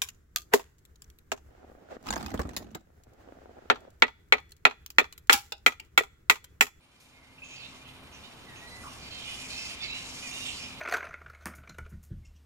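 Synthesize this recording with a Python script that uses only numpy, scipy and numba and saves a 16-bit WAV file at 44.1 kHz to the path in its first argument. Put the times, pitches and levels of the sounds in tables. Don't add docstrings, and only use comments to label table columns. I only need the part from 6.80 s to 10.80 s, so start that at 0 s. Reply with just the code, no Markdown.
import sys
import numpy as np
from scipy import signal
from scipy.fft import rfft, irfft
from scipy.io import wavfile
from scipy.ndimage import uniform_filter1d
from numba import njit

SR = 44100
rng = np.random.default_rng(int(sys.argv[2]) if len(sys.argv) > 2 else 0)


def generate_wav(sig):
    pcm = np.round(np.clip(np.atleast_2d(sig).T, -1, 1) * 32767).astype(np.int16)
    wavfile.write(sys.argv[1], SR, pcm)


N = 176400
T = np.arange(N) / SR

# start_s, length_s, pitch_hz,
# lower_hz, lower_glide_octaves, lower_db, upper_hz, upper_glide_octaves, upper_db, roughness
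NEAR_SCREECHES = [ (0.632, 0.15, 521, 2920, -0.035, -58, 6600, -0.021, -58, 0.54),
                  (0.753, 0.072, 435.3, 2710, -0.0041, -52, 4460, -.2, -56, 0.63),
                  (0.819, .055, 450, 2850, 0.02, -50.5, 3470, 0.076, -51.5, .6),
                  (1.044, .06, 481, 2800, -0.063, -55, 3260, 0, -73, 0.65),
                  (1.32, 0.055, 448, 2650, 0.036, -56, 6000, -0.18, -58, 0.72),
                  (1.428, 0.048, 721, 2880, 0.17, -54.5, 3640, .15, -58, 0.38),
                  (1.75, 0.072, 452, 2620, 0.053, -54, 6400, 0.03, -60.5, 0.77),
                  (2.06, 0.11, 706, 2710, 0.0097, -56, 5770, -0.04, -60, 0.58),
                  (2.21, 0.082, 411, 2570, 0.21, -57, 4650, 0.1, -57, 0.26),
                  (2.302, 0.097, 518, 2950, 0.078, -49.5, 3850, -0.3, -52, .42),
                  (2.395, 0.09, 489.5, 2970, -0.15, -47.5, 3900, 0, -72, 0.71),
                  (2.467, 0.085, 492, 2890, 0.073, -43.5, 4160, .15, -61, 0.36),
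                  (2.571, 0.12, 481, 2560, -.25, -50.5, 5670, -0.034, -65, 0.51),
                  (2.695, 0.092, 617, 2700, 0.011, -49, 4170, -0.11, -48.5, 0.4),
                  (2.757, .13, 514.5, 2580, 0.012, -45.5, 5170, -0.086, -48, 0.34),
                  (2.882, 0.062, 459, 2730, -0.023, -48, 4440, -0.041, -53, 0.74),
                  (3.014, .058, 439, 2470, -0.11, -43, 4520, -0.12, -44.5, 0.38),
                  (3.114, 0.0913, 555, 2650, 0.092, -45, 3700, -0.05, -50, 0.46),
                  (3.418, 0.076, 484.6, 2470, -0.247, -45.5, 6600, -.05, -54, 0.27),
                  (3.5, 0.16, 466, 2790, 0.016, -50, 6150, -.2, -53.5, 0.6),
                  (3.503, 0.15, 913, 2720, .06, -47.5, 3600, 0.073, -53, .22),
                  (3.651, 0.065, 468, 2800, 0.033, -40.5, 7570, 0.062, -47.5, 0.62),
                  (3.717, 0.078, 477, 3020, 0.064, -51, 4240, .25, -51, 0.72),
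                  (3.78, 0.096, 481.6, 2620, 0.059, -47.5, 5170, 0.074, -53, .6)]
# start_s, length_s, first_hz, middle_hz, last_hz, level_db, second_harmonic_db, roughness
NEAR_SQUEALS = [ (.33, 0.21, 2200, 2120, 2123, -64.5, -28, 0.4),
                (0.579, 0.016, 2700, 2660, 2680, -53, -23, 0.7),
                (0.618, .022, 2520, 2576, 2580, -44, -35, 0.32),
                (0.649, 0.19, 2600, 2558, 2555, -53.5, -26, 0.23),
                (0.919, 0.051, 1207, 1130, 1200, -59.5, -20, 1),
                (1.666, 0.12, 2050, 1855, 1886, -56, -12, 0.38),
                (1.812, 0.073, 1855, 1920, 1946, -54, -13, 0.26),
                (1.905, .12, 1964, 2020, 1984, -52, -26, 0.26),
                (1.872, 0.088, 4180, 4000, 4130, -58, -5, 0.1),
                (1.905, 0.072, 4720, 4880, 4930, -64, -20, 0.23),
                (2.033, 0.056, 1333, 1162, 1100, -46.5, -29, 1.13),
                (2.439, 0.071, 2410, 2430, 2430, -50, -25, 0.22),
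                (3.002, 0.054, 3540, 3557, 3540, -45, -25, 0.24),
                (3.078, 0.058, 3990, 3920, 3970, -47.5, -26, 0.2),
                (3.095, 0.083, 2570, 2720, 2820, -43, -16, 0.28),
                (3.655, 0.039, 3660, 3590, 3500, -43.5, -25, 0.5)]
# time_s, throaty_db, shrill_db
ROOST_LEVELS = [(0, -69, -78.5), (.2, -65.5, -70), (.6, -64, -73), (.68, -55, -59), (.95, -56.5, -61),
                (1.22, -57, -73), (1.42, -57.5, -62), (1.68, -56.5, -66), (2.05, -59, -56),
                (2.3, -49.5, -56), (2.55, -50, -48.5), (2.88, -49.5, -45), (2.98, -44.5, -53.5),
                (3.3, -49.5, -46.5), (3.62, -49, -45.5), (3.84, -52, -48.5), (4, -48, -60.5)]
# time_s, level_db
ROOST_HISS_LEVELS = [(0, -74.5), (.5, -74.5), (.68, -68.5), (.95, -67.5), (1.3, -68), (1.65, -67.5),
                     (1.9, -61.5), (2.07, -55.5), (2.17, -57.5), (2.21, -65), (2.35, -63), (2.52, -53),
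                     (2.93, -54.5), (2.98, -61), (3.1, -64), (3.16, -57), (3.62, -49.5), (3.8, -55.5),
                     (4, -64)]
# frequency_hz, gain_db
ROOST_SPECTRA = [
    [(1500, -38), (2000, -5.5), (2600, -4), (3100, -6.5), (4600, -21.5), (6000, -48)],
    [(3000, -12.5), (4100, -11.5), (5000, -2), (6000, 1), (6800, -2), (7400, 4), (8200, -8), (9500, -52)],
    [(6000, -46), (7700, -14), (8600, 2.5), (9600, 2.5), (11000, -2), (13300, -11), (15500, -49)],
]
# start_s, level_db
CLOSE_TICKS = [(0.201, -61.5), (1.075, -63.5), (1.232, -69)]
# time_s, bass_db, air_db
RUMBLE_LEVELS = [(0, -71.5, -70), (.4, -64.5, -64.5), (.9, -58.5, -58.5), (1.6, -56, -55.5),
                 (2.1, -53, -54), (3.3, -54, -54), (3.9, -52.5, -54)]
# frequency_hz, gain_db
BASS_SPECTRUM = [(20, -7), (35, -10), (55, 2), (125, -0.5), (180, -3.5), (240, -2), (320, -8), (500, -29.5)]
# frequency_hz, gain_db
AIR_SPECTRUM = [(150, -20), (330, -2), (600, -1.5), (1100, -1.5), (1600, -6), (2200, -12.5), (4000, -18),
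                (15000, -26.5)]
# pitch_hz, level_db
HUM_PARTIALS = [(130, -68), (259.8, -63), (389.5, -75.5)]
# time_s, gain_db
HUM_SWELL = [(0, -17), (.7, -2), (1.1, 1), (1.3, -7.5), (4, 4)]
# frequency_hz, gain_db
LEFT_RESPONSE = [(3000, 0.5), (4100, -0.5), (5200, 1.5), (7200, 2), (9000, -2.5)]
# frequency_hz, gain_db
RIGHT_RESPONSE = [(3000, 0.5), (4100, 6.5), (5200, 2), (7200, -5), (9000, 1)]


def screeches(pitch_follow=0.511):
    lower, upper = np.zeros(N), np.zeros(N)
    for start, length, pitch, low_hz, low_glide, low_db, up_hz, up_glide, up_db, rough in NEAR_SCREECHES:
        progress, fade = envelope(length)
        voice = larynx(progress, pitch, rough, pitch_follow * low_glide)
        add(lower, start, fade * undb(low_db) * throat(voice, progress, low_hz, low_glide, width=0.28))
        add(upper, start, fade * undb(up_db) * throat(voice, progress, up_hz, up_glide, width=0.18))
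    return place(lower, left_db=-7.5) + place(upper, left_db=-3.5)


def larynx(progress, pitch_hz, rough, glide_octaves, shimmer_db=0.5, rasp=1.32):
    n, from_middle = len(progress), progress - .5
    arch = .05 * (np.cos(np.pi * from_middle) - .5)
    waver = .044 * rough * walk(60, n)
    jitter = 0.1261 * rough ** 2 * walk(pitch_hz, n)
    hz = pitch_hz * 2 ** (glide_octaves * from_middle) * (1 + arch + waver + jitter)
    cycles = np.cumsum(hz) / SR
    clicks = np.sinc((cycles % 1 - .5) * SR / hz * .8)
    pulses = unit(clicks * undb(shimmer_db * walk(pitch_hz, n)))
    air = unit(rng.standard_normal(n) * (1.3 - np.cos(2 * np.pi * cycles)))
    return (pulses + rasp * rough * air) * flutter(n)


def throat(voice, progress, hz, glide_octaves, width):
    centre_hz = hz * 2 ** (glide_octaves * (progress - .5))
    return unit(resonance(resonance(voice, centre_hz, width), centre_hz, width))


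def squeals(jitter=0.102):
    out = np.zeros(N)
    for start, length, first, middle, last, db, second_db, rough in NEAR_SQUEALS:
        progress, fade = envelope(length, attack_s=0.0035, release_s=0.0075)
        bend_hz = np.polyval(np.polyfit([0, .5, 1], [first, middle, last], 2), progress)
        hz = bend_hz * (1 + jitter * rough * walk(900, len(fade)))
        phase = 2 * np.pi * np.cumsum(hz) / SR
        tone = (np.sin(phase) + undb(second_db) * np.sin(2 * phase)) * flutter(len(fade))
        add(out, start, fade * undb(db) * unit(tone))
    return place(out, left_db=-3.5)


def trees(near, t60_s=0.59, level_db=-8):
    t = T[:SR]
    tail = rng.standard_normal((2, SR)) * undb(-60 * t / t60_s) * np.minimum(t / 0.0033, 1)
    tail /= np.sqrt(np.sum(tail ** 2, axis=1, keepdims=True))
    return undb(level_db) * signal.fftconvolve(near[1][None], tail, axes=1)[:, :N]


def roost(left_db=(-1, -2, 9), diffuse=(0.72, 1, 0.97)):
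    gains = swell(ROOST_LEVELS, 1), swell(ROOST_LEVELS, 2), swell(ROOST_HISS_LEVELS)
    direct, scattered = crowd(), np.array([crowd(), crowd()])
    chatter = flutter(N, rate_hz=170.5, depth_db=1.25)
    out = 0
    for k, spectrum in enumerate(ROOST_SPECTRA):
        voices = place(direct, left_db[k]) + diffuse[k] * scattered
        band = np.array([colour(port, spectrum) for port in voices])
        out += unit(band * (chatter if k else 1)) * gains[k]
    return out


def crowd(count=70, spread_db=21):
    cries = np.zeros(N)
    for k, (when, long, high, loud, slope) in enumerate(rng.random((count, 5))):
        progress, fade = envelope(.06 + .16 * long)
        cry = larynx(progress, 400 * 2 ** (1.6 * high), rough=.7, glide_octaves=.45 * (2 * slope - 1))
        start = (k + when - 1) / count * N / SR
        add(cries, start, fade * undb(spread_db * loud) * cry)
    leaves = rng.standard_normal(SR // 40) * np.linspace(1, 0, SR // 40)
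    smeared = unit(cries) + unit(signal.fftconvolve(cries, leaves)[:N])
    return smeared / np.sqrt(uniform_filter1d(smeared ** 2, SR // 14) + 1e-6)


def ticks(centre_hz=7150., width_hz=7000, decay_s=0.072):
    out, t = np.zeros(N), T[:SR // 5]
    for start, db in CLOSE_TICKS:
        burst = resonance(rng.standard_normal(len(t)), np.full(len(t), centre_hz), width_hz / centre_hz)
        add(out, start, unit(burst) * undb(db) * np.exp(-t / decay_s))
    return out


def rumble():
    out = 0
    for spectrum, column, width in ((BASS_SPECTRUM, 1, 0.31), (AIR_SPECTRUM, 2, 0.58)):
        mid, side = (unit(colour(rng.standard_normal(N), spectrum + [(SR / 2, -90)])) for _ in range(2))
        out += np.array([mid + width * side, mid - width * side]) * swell(RUMBLE_LEVELS, column)
    return out


def hum(waver_db=3, drift=0.0049):
    out = 0
    for hz, db in HUM_PARTIALS:
        amplitude = np.sqrt(2) * undb(db + waver_db * walk(9))
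        phase = 2 * np.pi * np.cumsum(hz * (1 + drift * walk(8))) / SR
        out += amplitude * np.sin(phase)
    return out * swell(HUM_SWELL)


def place(x, left_db, lag_ms=0.14):
    late = np.interp(T - lag_ms / 1000, T, x)
    return np.array([late * undb(left_db / 2), x * undb(-left_db / 2)])


def envelope(length_s, attack_s=0.0091, release_s=0.026):
    t = np.arange(int((length_s + release_s) * SR)) / SR
    fade = np.minimum(t / attack_s, 1) * np.clip((length_s + release_s / 2 - t) / release_s, 0, 1)
    return np.minimum(t / length_s, 1), fade


def flutter(size, rate_hz=110.2, depth_db=2):
    return undb(depth_db * walk(rate_hz, size))


def swell(table, column=1):
    columns = np.array(table).T
    return undb(np.interp(T, columns[0], columns[column]))


@njit
def resonance(x, hz, width):
    y, band, low = np.empty(len(x)), 0., 0.
    for i in range(len(x)):
        g = np.tan(np.pi * min(hz[i], .45 * SR) / SR)
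        v = (band + g * (x[i] - low)) / (1 + g * (g + width))
        band, low, y[i] = 2 * v - band, low + 2 * g * v, width * v
    return y


def colour(x, spectrum):
    hz, db = np.array(spectrum, float).T
    bins_hz = np.arange(N // 2 + 1) * SR / N + 1
    return irfft(rfft(x) * undb(np.interp(np.log(bins_hz), np.log(hz), db)), N)


def walk(rate_hz, size=N):
    return np.interp(np.arange(size) / SR * rate_hz, np.arange(8192), rng.standard_normal(8192))


def add(out, start_s, x):
    i = max(int(start_s * SR), 0)
    out[i:i + len(x)] += x[:max(N - i, 0)]


def undb(db):
    return 10 ** (np.asarray(db) / 20)


def unit(x):
    return x / np.sqrt(np.mean(x ** 2) + 1e-20)


def scene():
    near = screeches() + squeals()
    return near + trees(near) + roost() + ticks() + rumble() + hum()


def record(dry):
    notch_hz, notch_width_hz, top_hz = 7890, 320, 15400
    ports = np.array([colour(dry[0], LEFT_RESPONSE), colour(dry[1], RIGHT_RESPONSE)])
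    notched = signal.lfilter(*signal.iirnotch(notch_hz, notch_hz / notch_width_hz, fs=SR), ports)
    return signal.sosfilt(signal.ellip(10, .2, 80, top_hz, fs=SR, output="sos"), notched)


dry = scene()
out = record(dry)
generate_wav(out)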